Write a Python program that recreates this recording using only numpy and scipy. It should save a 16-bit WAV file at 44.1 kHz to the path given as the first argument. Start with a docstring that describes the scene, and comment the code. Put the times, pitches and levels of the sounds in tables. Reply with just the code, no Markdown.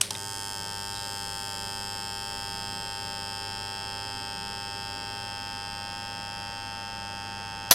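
"""A circuit breaker on a steel bench carries heavy mains current from a test set, in a small room.
Over a low room noise a switch clacks; the current comes on, a transformer hums and the breaker's magnet
armature pulls in. It taps the frame on every half cycle, and the frame's modes ring as a buzz. Near one
second the armature slips into its seat and two soft scrapes follow. The buzz slowly dulls as the
breaker warms, until at 7.7 s it trips with a loud snap and the buzz and hum stop."""
import sys
import numpy as np
from scipy import signal
from scipy.fft import rfft, irfft, next_fast_len
from scipy.io import wavfile

SR = 44100
rng = np.random.default_rng(int(sys.argv[2]) if len(sys.argv) > 2 else 0)


def put_to_file(sound):
    """Save the sound as 16-bit audio at rate SR, in the file named by the first command-line argument."""
    columns = np.atleast_2d(sound).T  # one column per channel
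    safe = np.clip(columns, -1, 1)
    whole_steps = np.round(safe * 32767)
    wavfile.write(sys.argv[1], SR, whole_steps.astype(np.int16))


N = 341334
T = np.arange(N) / SR
CURRENT_ON_S, TRIP_S = 0.1119, 7.708
TAP_HZ = 100.013   # twice the mains frequency
FIRST_TICK_REGISTER = 5   # the frame's registers from this one up are heard as ticks


def buzz(uneven_db=-0.01, rattle_db=0.19, tick_rattle_db=-0.1):
    """Modal superposition: the periodic taps drive the damped resonances of frame and bench."""
    # modes of frame and bench: (frequency [Hz], bandwidth [Hz], level [dB])
    modes = [(875.5, 52.4, 10), (824.7, 28, 14), (1195.5, 115.6, 3), (1212.7, 234, 3.5),
             (1566.6, 20.1, 10.5), (1835.4, 33.7, 1.14), (2191, 23, -9), (2680, 300, -3), (2636, 120, 4.5),
             (3172, 83, 3.5), (3490, 400, -10.5), (3998, 64, -13.5), (4210, 110, -14), (4466, 413, -6.5),
             (4476, 143, -8.5), (4842, 149, -1.5), (5307, 181, 3), (5130, 453, -2.2), (5460, 810, -11),
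             (6250, 92, -11.5), (7040, 122, -8), (7560, 760, -13), (8170, 335, -9.5), (8110, 150, -9.5),
             (8690, 170, -4), (8910, 1100, -17.5), (10500, 310, -13), (10630, 570, -21), (12100, 550, -22),
             (12550, 280, -21), (13000, 180, -23), (13520, 250, -22.5)]
    # boundaries between registers, or bands of modes: (frequency [Hz])
    register_edges = [850, 2400, 2950, 3700, 5950, 6700, 9500, 11500]
    taps = armature_taps() * from_db(uneven_db * drift(25))
    registers = np.zeros((len(register_edges) + 1, N))
    for k, (hz, width, db) in enumerate(modes):
        # each mode's strength differs a little from tap to tap
        spread_db = np.interp(hz, [1000, 8000], [rattle_db, tick_rattle_db])
        drive = taps * from_db(db + spread_db * drift(40))
        # successive modes swing in opposite directions
        registers[np.searchsorted(register_edges, hz)] += (-1) ** k * resonance(drive, hz, width)
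    registers *= from_db(register_levels())
    body = registers[:FIRST_TICK_REGISTER].sum(axis=0)
    ticks = registers[FIRST_TICK_REGISTER:].sum(axis=0)
    # the sharp ticks scatter round the room and fill the gaps between taps
    return body + in_room(ticks, wet_db=-13.0, gap_s=0.0034)


def armature_taps(jitter_s=8e-7, lopsided_db=0.03, lopsided_s=1.2e-6, contact_hz=14200):
    """Magnetic pull peaks each half cycle, giving a pulse train; the two polarities differ slightly."""
    half_cycles = (T - CURRENT_ON_S) * TAP_HZ
    nearest_tap = np.round(half_cycles)
    polarity = np.cos(np.pi * nearest_tap)
    offset_s = (half_cycles - nearest_tap) / TAP_HZ + jitter_s * drift(30) + lopsided_s * polarity
    pulses = np.sinc(offset_s * SR) * np.exp(-(offset_s * SR / 10) ** 2)   # band-limited impulses
    current_on = (half_cycles > -.5) * (T < TRIP_S)
    taps = pulses * from_db(lopsided_db * polarity) * current_on
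    contact_lowpass = signal.butter(4, contact_hz, fs=SR, output="sos")
    return signal.sosfilt(contact_lowpass, taps + 1e-18)


def register_levels(weak_start_db=-4.5, pull_s=0.12, bedding_s=2.33, slip_s=0.92, slip_lasts_s=0.03):
    """A softer contact excites high modes less: register levels in dB as it beds in and warms."""
    # drive of each register, from the deepest tone through whine and ring to tick and sizzle:
    # (level [dB], change when freshly closed [dB], change when hot [dB])
    drives = [(0.87, -2.5, 0.1), (0.68, -0.5, 0.1), (0.5, -6, 0), (1.9, -2.5, -4.5), (3, -2.5, -7),
              (-6, 18.5, 7), (0.2, 8.5, -7.5), (-4.5, 15.5, -3), (2, 7, -12)]
    age = np.maximum(T - CURRENT_ON_S, 0)
    pull_db = weak_start_db * np.exp(-age / pull_s)   # the first taps are weak
    unbedded = np.exp(-age / bedding_s)
    warmth = (age / (TRIP_S - CURRENT_ON_S)) ** 2
    levels = np.array([db + pull_db + fresh_db * unbedded + hot_db * warmth
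                       for db, fresh_db, hot_db in drives])
    # the armature catches and its ticks dull for a moment
    levels[FIRST_TICK_REGISTER:] -= 2.5 * swell(0.75, width_s=0.24)
    # the deepest tone is held 1 dB down until the armature slips into its seat
    levels[0] -= np.clip((slip_s - T) / slip_lasts_s, 0, 1)
    return levels


def trip(stop_s=7.7111):
    """Release of elastic energy: the spring throws the contacts open and the arm clangs on its stop."""
    # latch slips, contacts fly open, lever rebounds: (time [s], level [dB], t60 [s])
    impacts = [(7.7088, -17, 0.02), (7.7102, -19, 0.02), (7.7111, -0.5, 0.017), (7.7153, -11.5, 0.039),
               (7.7187, -11, 0.032), (7.7224, -14, 0.032), (7.727, -16.5, 0.041)]
    # spectrum of the snap: (frequency [Hz], relative level [dB])
    spectrum = [(40, -31), (120, -19), (250, -14.5), (700, -4), (1000, -6.5), (2100, -8.5), (2700, -12),
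                (3300, -3.5), (4000, -2.5), (5000, -6), (5600, -1), (6900, -11), (8300, -11.5),
                (11800, -2.5), (15500, -22)]
    # modes of the arm on its stop: (frequency [Hz], level [dB], t60 [s])
    arm_modes = [(325, -29, 0.042), (705, -17, 0.035), (1530, -9, 0.0068), (3390, -13, 0.064),
                 (5950, 5, 0.006), (11950, -6, 0.012)]
    return clack(impacts, spectrum) + sum(ping(stop_s, hz, db, t60) for hz, db, t60 in arm_modes)


def armature_closing():
    """Impact excitation: the armature pulls in and knocks on the frame, then small parts settle."""
    # impacts of the armature: (time [s], level [dB], t60 [s])
    pull_in = [(0.106, -26, 0.02), (0.1075, -20.5, 0.018)]
    # their spectrum: (frequency [Hz], relative level [dB])
    pull_in_spectrum = [(180, -41), (300, -15), (600, -17), (892, -1), (1490, -22), (3570, 3), (4650, -1),
                        (5390, 1), (6600, -7), (10400, -8), (15500, -33)]
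    # impacts of the small parts: (time [s], level [dB], t60 [s])
    settling = [(0.15, -34, 0.023), (0.152, -30, 0.025)]
    # their spectrum: (frequency [Hz], relative level [dB])
    settling_spectrum = [(1000, -22), (2000, -9), (3200, -3), (3850, 3.5), (4300, -20), (9000, -37),
                         (15000, -55)]
    knock = ping(0.109, hz=877, db=-31.5, t60=0.04)
    return clack(pull_in, pull_in_spectrum) + knock + clack(settling, settling_spectrum)


def switch():
    """Direct and reverberant sound: a switch clacks a little way off and the room answers."""
    # impacts of the contacts: (time [s], level [dB], t60 [s])
    contacts = [(0.011, -17.5, 0.045), (0.0128, -6, 0.017)]
    # their spectrum: (frequency [Hz], relative level [dB])
    spectrum = [(120, -55), (200, -34), (858, -22), (1110, -15.5), (2130, -17.5), (2900, -9.5),
                (4000, -12.5), (5110, -13.5), (6100, -2.5), (7500, -9), (8250, 3.5), (9600, -11),
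                (12300, -20), (15500, -36)]
    # reverberant tails: (time [s], level [dB], t60 [s])
    tails = [(0.02, -32.5, 0.36), (0.034, -38.5, 0.27)]
    # their spectrum: (frequency [Hz], relative level [dB])
    tail_spectrum = [(200, -20), (600, -8), (1500, -4), (3800, 1.5), (5800, -1), (7300, -7), (9200, 2),
                     (11000, -8), (15000, -24)]
    return clack(contacts, spectrum) + clack(tails, tail_spectrum)


def scrapes(grain_db=4.0):
    """Sliding friction: something slides briefly, twice, catching unevenly."""
    # peaks of the strokes: (time [s], level [dB])
    strokes = [(0.968, -49), (1.048, -56)]
    # friction spectrum: (frequency [Hz], relative level [dB])
    spectrum = [(2000, -40), (3400, -15), (3900, -6), (4300, -8), (4800, -25), (6300, -17), (9000, -45)]
    envelope = sum(from_db(db) * swell(s, width_s=0.036) for s, db in strokes)
    return envelope * from_db(grain_db * drift(80)) * noise(spectrum)


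def transformer_hum(fade_s=0.1):
    """Forced vibration: the transformer core hums on harmonics of twice the mains frequency."""
    # core harmonics: (multiple of the tap rate, rms level [dB], start of fade-out [s])
    harmonics = [(1, -49.5, 7.74), (2, -58.5, 7.74), (4, -54.5, 5.2)]
    hum = np.zeros(N)
    for multiple, db, stop_s in harmonics:
        fade = np.clip(1 - (T - stop_s) / fade_s, 0, 1)
        phase = 2 * np.pi * (multiple * TAP_HZ * T + rng.random())
        hum += np.sqrt(2) * from_db(db) * fade * np.sin(phase)
    return hum


def background(waver_hz=2.83, rumble_db=-54.5, rumble_rise_s=0.35, air_db=-49.5):
    """Ambient noise: narrow bands heard as wavering tones, a deep rumble and a dull broadband floor."""
    # drone in the room: (frequency [Hz], level [dB])
    tones = [(120, -59), (174, -58.5), (199, -60.5), (258, -62), (458, -69), (496, -79), (543, -62),
             (577, -60.5), (600, -65), (642, -65.5)]
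    # rumble spectrum: (frequency [Hz], relative level [dB])
    rumble_spectrum = [(10, -25), (25, 2), (39, -7), (56, 1), (75, -10), (150, -23), (1000, -70)]
    # room noise spectrum: (frequency [Hz], relative level [dB])
    air_spectrum = [(30, -23), (70, -7.5), (130, -6.5), (250, -7.5), (400, -10), (600, -12), (800, -15.5),
                    (1500, -17.5), (2300, -22), (5000, -23.5), (10000, -33.5), (15500, -46)]
    drone = np.zeros(N)
    for hz, db in tones:
        phase = 2 * np.pi * hz * T
        drone += from_db(db) * (drift(waver_hz) * np.sin(phase) + drift(waver_hz) * np.cos(phase))
    surge_db = 2 * swell(2.5, width_s=0.4)
    fade_in = 1 - np.exp(-T / rumble_rise_s)
    rumble = from_db(rumble_db + surge_db) * fade_in * noise(rumble_spectrum)
    return drone + rumble + from_db(air_db) * noise(air_spectrum)


def clack(onsets, spectrum):
    """Modal overlap: dense, damped modes merge into decaying noise; the bursts add in power."""
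    power = sum((from_db(db) * decay(s, t60)) ** 2 for s, db, t60 in onsets)
    return np.sqrt(power) * noise(spectrum)


def ping(start_s, hz, db, t60):
    """Free vibration of one struck mode: a damped sinusoid."""
    return from_db(db) * decay(start_s, t60) * np.sin(2 * np.pi * hz * (T - start_s))


def resonance(x, hz, width_hz):
    """Driven damped oscillator: a two-pole resonance with unit peak gain."""
    radius = np.exp(-np.pi * width_hz / SR)
    numerator = np.array([1, 0, -1]) * (1 - radius ** 2) / 2
    denominator = [1, -2 * radius * np.cos(2 * np.pi * hz / SR), radius ** 2]
    return signal.lfilter(numerator, denominator, x + 1e-18)


def in_room(x, wet_db, gap_s=0.013, t60=0.36):
    """Reverberation: convolution with decaying noise adds the diffuse reflections from the walls."""
    tail = (rng.standard_normal(N) * decay(gap_s, t60))[:SR]
    return x + from_db(wet_db) * signal.fftconvolve(x, tail / np.linalg.norm(tail))[:N]


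def noise(spectrum):
    """Spectral shaping: white noise is filtered to the given spectral density and scaled to unit rms."""
    hz, db = np.transpose(spectrum)
    size = next_fast_len(N)
    bins_hz = np.maximum(np.fft.rfftfreq(size, 1 / SR), 1)
    gain = from_db(np.interp(np.log(bins_hz), np.log(hz), db))
    white = rfft(rng.standard_normal(size))
    return rms_one(irfft(white * gain, size)[:N])


def drift(rate_hz, step=40):
    """Random modulation: low-passed noise of unit rms, computed once every step samples."""
    pole = np.exp(-2 * np.pi * rate_hz * step / SR)
    white = rng.standard_normal(N // step + 2002)
    slow = signal.lfilter([1], [1, -2 * pole, pole ** 2], white)[2000:]   # skip the filter's run-in
    return np.interp(np.arange(N) / step, np.arange(len(slow)), rms_one(slow))


def decay(start_s, t60):
    """Exponential damping: an envelope that jumps to 1 and falls 60 dB in t60 seconds."""
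    age = T - start_s
    return (age >= 0) * np.exp(-np.log(1000) * np.clip(age / t60, 0, 10))


def swell(peak_s, width_s):
    """Gaussian envelope, 1 at its peak."""
    return np.exp(-((T - peak_s) / width_s) ** 2)


def from_db(db):
    """Level in decibels to amplitude ratio."""
    return 10 ** (np.asarray(db) / 20)


def rms_one(x):
    """Normalisation to unit rms."""
    return x / np.sqrt(np.mean(x ** 2) + 1e-20)


def scene():
    """Superposition: the nearby breaker, the switch, the transformer and the room add in one channel."""
    transients = switch() + in_room(armature_closing() + scrapes() + trip(), wet_db=-14.5)
    return (transients + buzz() + transformer_hum() + background())[None]


def record(dry, cutoff_hz=15900):
    """Overload and band limiting: the loudest snap clips, then a steep low-pass cuts the top."""
    clipped = np.clip(dry, -1, 1)
    return signal.sosfilt(signal.ellip(10, .1, 80, cutoff_hz, fs=SR, output="sos"), clipped)


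dry = scene()
out = record(dry)
put_to_file(out)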